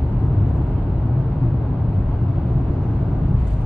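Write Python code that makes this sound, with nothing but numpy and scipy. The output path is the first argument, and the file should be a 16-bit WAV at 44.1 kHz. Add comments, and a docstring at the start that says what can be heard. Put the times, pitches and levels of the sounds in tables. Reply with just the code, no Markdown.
"""Sound inside a car at highway speed

Heard from a hand-held camera behind the steering wheel: a deep rumble of the body, a tyre drone near 120 Hz,
hollow cabin tones, tread roar and air hiss, each a band of coloured noise under a level curve.
Modulated sines add the drone's hum, short low throbs, one tiny squeak and a whine that flutters with the lows.
Faint rustles close by are enveloped, grainy noise over a soft sliding."""
import sys
import numpy as np
from scipy import signal
from scipy.fft import rfft, irfft, next_fast_len
from scipy.io import wavfile
from scipy.ndimage import uniform_filter1d, map_coordinates

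SR = 44100
rng = np.random.default_rng(int(sys.argv[2]) if len(sys.argv) > 2 else 0)


def output_pcm(signal):
    """Save a mono or channel-first signal as 16-bit PCM at the path in sys.argv[1].

    Samples are clipped to [-1, 1] before scaling.
    """
    pcm = np.clip(np.atleast_2d(signal).T, -1, 1) * 32767
    wavfile.write(sys.argv[1], SR, np.round(pcm).astype(np.int16))


N = 160965

# Level curves of the noise layers: time_s, level_db
# body rumble
RUMBLE_LEVEL = [(0, -26), (.2, -19.5), (.42, -21), (.65, -21.5), (1.2, -25), (1.7, -23), (2.3, -22.5),
                (2.7, -21.5), (3.05, -23.5), (3.3, -19), (3.52, -23), (3.65, -23.5)]
# tyre drone, hum included
DRONE_LEVEL = [(0, -25.5), (.17, -23), (.4, -23), (.7, -23), (1.0, -23.5), (1.5, -22), (1.7, -22.5),
               (1.95, -22.5), (2.1, -26), (2.35, -23), (2.95, -23), (3.25, -19), (3.55, -26)]
# hollow mid tones of the cabin
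BOOM_LEVEL = [(0, -31.5), (.45, -30.5), (1.0, -33), (1.5, -31), (2.1, -34), (2.65, -30.5), (3.25, -31.5),
              (3.5, -38), (3.65, -34.5)]
# tread roar
ROAR_LEVEL = [(0, -37.5), (.5, -37.5), (1.1, -38.5), (1.6, -38), (2.1, -38.5), (2.6, -38), (3.15, -36.9),
              (3.42, -39), (3.65, -38)]
# air hiss
AIR_LEVEL = [(0, -58.5), (.6, -58), (.95, -58), (1.13, -59.5), (1.35, -58.5), (1.9, -59.5), (2.4, -58),
             (2.9, -58), (3.33, -58.5), (3.45, -54.5), (3.65, -58)]
# thin sizzle on top of the air
SIZZLE_LEVEL = [(0, -85.5), (1.1, -95), (1.8, -86.5), (2.5, -79.5), (2.95, -75), (3.3, -79), (3.65, -76)]
# soft sliding under the rustles
SLIDE_LEVEL = [(0, -87.5), (.65, -84), (.85, -99), (1.8, -96), (3.25, -89), (3.38, -78.5), (3.52, -67),
               (3.58, -70), (3.65, -72)]

# Spectral shapes, relative because each noise is scaled to rms 1: frequency_hz, density_db (per Hz)
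# body rumble
RUMBLE_SPECTRUM = [(10, -40.5), (22, -16), (32, -6.5), (44, 1.5), (54, -3), (64, -1.9), (82, -0.3),
                   (105, -3.5), (150, -17), (300, -47.5), (1200, -130)]
# noise part of the tyre drone
DRONE_SPECTRUM = [(60, -31.5), (80, -12.5), (94, -9), (106, -4), (118, -2), (131, 0.5), (160, -3.5),
                  (190, -7.5), (225, -17), (400, -85), (900, -130)]
# hollow mid tones of the cabin
BOOM_SPECTRUM = [(130, -31.5), (200, -11), (232, -3), (272, 1), (312, -5), (345, -2), (385, -10),
                 (408, -8.5), (425, -6.5), (500, -19), (700, -39), (2500, -130)]
# tread roar
ROAR_SPECTRUM = [(200, -19), (430, -5), (500, -3), (550, 0.5), (630, 1.5), (780, -.5), (950, -3.5),
                 (1200, -10), (1530, -14.5), (1800, -23), (2400, -27.5), (4000, -49.5), (12000, -120)]
# air hiss
AIR_SPECTRUM = [(700, -22.5), (1500, -4.5), (2000, 2), (2700, 1), (3400, -5.5), (4700, -10.5), (5300, -20),
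                (6000, -20), (7000, -24.5), (9500, -32.5), (11000, -36), (13000, -48), (16000, -55)]
# sizzle
SIZZLE_SPECTRUM = [(3000, -14.5), (4500, -2), (5900, 0.5), (6800, -2.5), (7800, -13), (11000, -35.5)]
# rustles and sliding
RUSTLE_SPECTRUM = [(1500, -28), (3500, 0.5), (5500, -3.5), (7300, 1.5), (9000, -1.5), (10500, -10),
                   (13000, -23.5), (16000, -27)]

# The sound field at the two microphone ports
# part the ports do not share, relative to the shared part: frequency_hz, level_db
DIFFUSE = [(50, -33), (120, -28), (220, -23), (340, -17), (510, -13.5), (790, -8.5), (1200, -7.5),
           (1900, -8.5), (2700, -2.5), (4500, -4.5), (6500, -4.5), (9000, -7)]
# phase by which left leads right: frequency_hz, lead_rad
PHASE_LEAD = [(40, .01), (130, .02), (220, 0), (430, .14), (600, -1.1), (720, -.9), (950, .13), (1280, .17),
              (2000, 0), (2350, 2), (3100, -.4), (4000, -1), (5200, -2), (8000, -1.4)]
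# level of left minus right: frequency_hz, difference_db
BALANCE = [(40, -0.1), (125, 1.06), (300, 1.14), (500, 0), (680, 3.5), (950, 0), (1400, -2.5), (2000, 1.2),
           (8000, 0.5)]

# Centre pitch of the hum at the drone's core: time_s, pitch_hz
HUM_PITCH = [(0, 113.8), (.35, 123), (.7, 108.8), (1.22, 131), (1.52, 112.3), (1.85, 112.2), (2.2, 118.3),
             (2.5, 121.9), (2.7, 106.1), (3.25, 119.7), (3.65, 110.2)]
# Rustle strokes, level at full attack: start_s, length_s, level_db
RUSTLES = [(0.06, .008, -75), (.08, 0.0068, -70), (.12, .006, -76.5), (0.175, 0.0072, -75),
           (.202, .01, -73), (0.242, .012, -73), (0.262, .008, -68), (0.321, 0.017, -76),
           (0.53, .012, -71.5), (.546, .01, -73), (0.565, .016, -71), (.612, .01, -74), (.635, .007, -73),
           (.665, .014, -73), (.692, .006, -73), (1.93, .012, -74), (1.965, .03, -81), (3.385, .035, -70),
           (3.435, .025, -75), (3.465, .02, -58.5), (3.5, .04, -63), (3.605, .018, -67)]
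# Throbs from uneven road, length at half power: middle_s, length_s, pitch_hz, glide_hz_per_s, level_db
THROBS = [(0.021, .06, 76.6, 1, -19), (0.121, .05, 113.5, 1, -21), (0.218, .11, 118.7, 121, -19.5),
          (0.335, 0.056, 121.8, 1, -19), (0.407, 0.075, 102, -100, -17), (0.514, 0.071, 74.83, -170, -19),
          (0.964, 0.076, 59, 0.5, -22), (1.08, .07, 115.2, 100.5, -20.5), (1.189, 0.043, 128, -0.5, -17.5),
          (1.458, 0.094, 116, -220, -20), (1.541, .05, 137.8, -0.5, -19.5), (1.831, .04, 113.3, 0, -17.5),
          (1.97, .035, 100, 0, -20.5), (2.096, .12, 42.99, 0, -24), (2.236, 0.083, 117.1, 200, -20),
          (2.573, 0.078, 121, -0.5, -20.5), (2.645, .04, 76.7, 1, -22), (3.4, .1, 67.92, -130, -20),
          (3.539, .08, 53, -100, -20)]

STEADY_S = .1  # span over which chance swells are evened out
HUM_WANDER_HZ, HUM_SWING_DB = 2.76, 1.5  # size of the random pitch and level changes
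HUM_DB = -5.5  # hum relative to the drone's noise
LOW_TONE_LEFT_DB = 1  # left minus right, for the hum and the throbs
RUSTLE_ATTACK_S, RUSTLE_RELEASE_S, RUSTLE_GRAIN_DB = 0.0076, 0.008, 1.5
WHINE_GAIN_DB, WHINE_HZ = -81, 9590
SQUEAK_S, SQUEAK_LENGTH_S, SQUEAK_DB = .489, .028, -76
SQUEAK_HZ, SQUEAK_GLIDE_HZ_PER_S, SQUEAK_ROUGH_HZ = 7350, 12000, 320
TOP_HZ = 15300


def amp(db):
    """Decibel definition: amplitude gain is ten to the power of level over 20."""
    return 10 ** (np.asarray(db) / 20)


def unit(x):
    """Normalisation: division by the root mean square gives rms 1."""
    return x / np.sqrt(np.mean(x ** 2) + 1e-20)


def along(points, hz):
    """Interpolation of (Hz, value) points on a logarithmic frequency axis."""
    f, v = np.transpose(points)
    return np.interp(np.log(hz + 1), np.log(f + 1), v)


def curve(rows):
    """Linear interpolation of (s, value) points to one value per sample."""
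    return np.interp(np.arange(N) / SR, *np.transpose(rows))


def wobble(rate):
    """Slow random modulation: a smooth curve through random knots, rate of them a second."""
    knots = rng.standard_normal(N // 20)
    return map_coordinates(knots, [np.arange(N) * rate / SR], mode="wrap")


def rush(spectrum, steady=0):
    """Partial coherence: shared and unshared coloured noise at two ports; steady (0-1) evens slow swells."""
    size = next_fast_len(N + SR // 4)
    hz = np.fft.rfftfreq(size, 1 / SR)
    a, b = rfft(rng.standard_normal((2, size))) * amp(along(spectrum, hz))
    # this angle divides the power between shared and unshared parts
    angle = np.arctan(amp(along(DIFFUSE, hz)))
    shared, unshared = a * np.cos(angle), b * np.sin(angle)
    # half of each level and phase difference goes to either port
    skew = amp(along(BALANCE, hz) / 2) * np.exp(.5j * along(PHASE_LEAD, hz))
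    ports = np.array([(shared + unshared) * skew, (shared - unshared) / skew])
    pair = unit(irfft(ports, size)[:, :N])
    power = uniform_filter1d(np.mean(pair ** 2, axis=0), size=int(STEADY_S * SR))
    power = np.abs(power) + 1e-9
    return unit(pair / power ** (np.clip(steady, 0, 1) / 2))


def tilt_left(tone):
    """Interaural level difference: a tone is made slightly stronger in the left channel."""
    return tone * amp(LOW_TONE_LEFT_DB * np.array([[.5], [-.5]]))


def swell(middle, length, hz, glide, db):
    """Gaussian tone burst: a gliding sine with length at half power; hz may waver."""
    t = np.arange(N) / SR - middle
    phase = 2 * np.pi * (np.cumsum(hz + glide * t) / SR + rng.random())
    envelope = 2 ** (-2 * (t / length) ** 2)
    return amp(db) * np.sqrt(2) * envelope * np.sin(phase)


def rumble():
    """Structural vibration: the road shakes the body into deep, band-limited noise."""
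    return amp(curve(RUMBLE_LEVEL)) * rush(RUMBLE_SPECTRUM, steady=0.69)


def drone():
    """Tyre drone: low noise around a hum modulated randomly in frequency and amplitude."""
    pitch = curve(HUM_PITCH) + HUM_WANDER_HZ * wobble(9)
    phase = 2 * np.pi * np.cumsum(pitch) / SR
    hum = tilt_left(unit(amp(HUM_SWING_DB * wobble(11)) * np.sin(phase)))
    noise = rush(DRONE_SPECTRUM, steady=0.7)
    return amp(curve(DRONE_LEVEL)) * unit(noise + amp(HUM_DB) * hum)


def boom():
    """Cabin boom: noise with spectral peaks gives hollow mid tones above the drone."""
    return amp(curve(BOOM_LEVEL)) * rush(BOOM_SPECTRUM, steady=0.41)


def roar():
    """Tread noise: contact with the road gives broad noise, its treble muffled by the floor."""
    level_db = curve(ROAR_LEVEL) + 0.47 * wobble(8)
    return amp(level_db) * rush(ROAR_SPECTRUM, steady=0.24)


def air():
    """Flow noise: air streaming over the windscreen and side windows gives a wavering hiss."""
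    level_db = curve(AIR_LEVEL) + .5 * wobble(18)
    return amp(level_db) * rush(AIR_SPECTRUM)


def sizzle():
    """Amplitude-modulated noise: a thin high band flickers and slowly swells on top of the air."""
    level_db = curve(SIZZLE_LEVEL) + 1.5 * wobble(25)
    return amp(level_db) * rush(SIZZLE_SPECTRUM)


def whine(lows):
    """Balanced modulation: the low sound's waveform multiplies a high sine, making it flutter."""
    carrier = np.sin(2 * np.pi * WHINE_HZ * np.arange(N) / SR)
    return amp(WHINE_GAIN_DB) * unit(lows) * carrier


def rustles():
    """Friction noise: grainy brushes over soft sliding, as of a sleeve or a hand near the camera."""
    t = np.arange(N) / SR
    strokes = np.zeros(N)
    for start, length, db in RUSTLES:
        attack = np.clip((t - start) / RUSTLE_ATTACK_S, 0, 1)
        release = np.exp(-np.maximum(t - start - length, 0) / RUSTLE_RELEASE_S)
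        strokes += amp(db) * attack * release
    grain = unit(amp(RUSTLE_GRAIN_DB * wobble(560)) * rush(RUSTLE_SPECTRUM))
    # strokes and sliding add in power
    return np.hypot(strokes, amp(curve(SLIDE_LEVEL))) * grain


def throbs():
    """Transient vibration: uneven road sets the body and cabin air swinging for a few cycles."""
    return tilt_left(sum(swell(*row) for row in THROBS))


def squeak():
    """Stick-slip friction: one brush catches and gives a tiny, rough, rising tone."""
    hz = SQUEAK_HZ + SQUEAK_ROUGH_HZ * wobble(900)
    return swell(SQUEAK_S, SQUEAK_LENGTH_S, hz, SQUEAK_GLIDE_HZ_PER_S, SQUEAK_DB)


def scene():
    """Superposition: the sounds in the cabin add, and the lows also drive the whine."""
    lows = rumble() + drone() + boom() + throbs()
    highs = roar() + air() + sizzle()
    return lows + highs + whine(lows) + rustles() + squeak()


def record(dry):
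    """Band limitation: the camera's steep zero-phase low-pass removes the extreme treble."""
    low_pass = signal.butter(N=10, Wn=TOP_HZ, fs=SR, output="sos")
    return signal.sosfiltfilt(low_pass, dry)


dry = scene()
out = record(dry)
output_pcm(out)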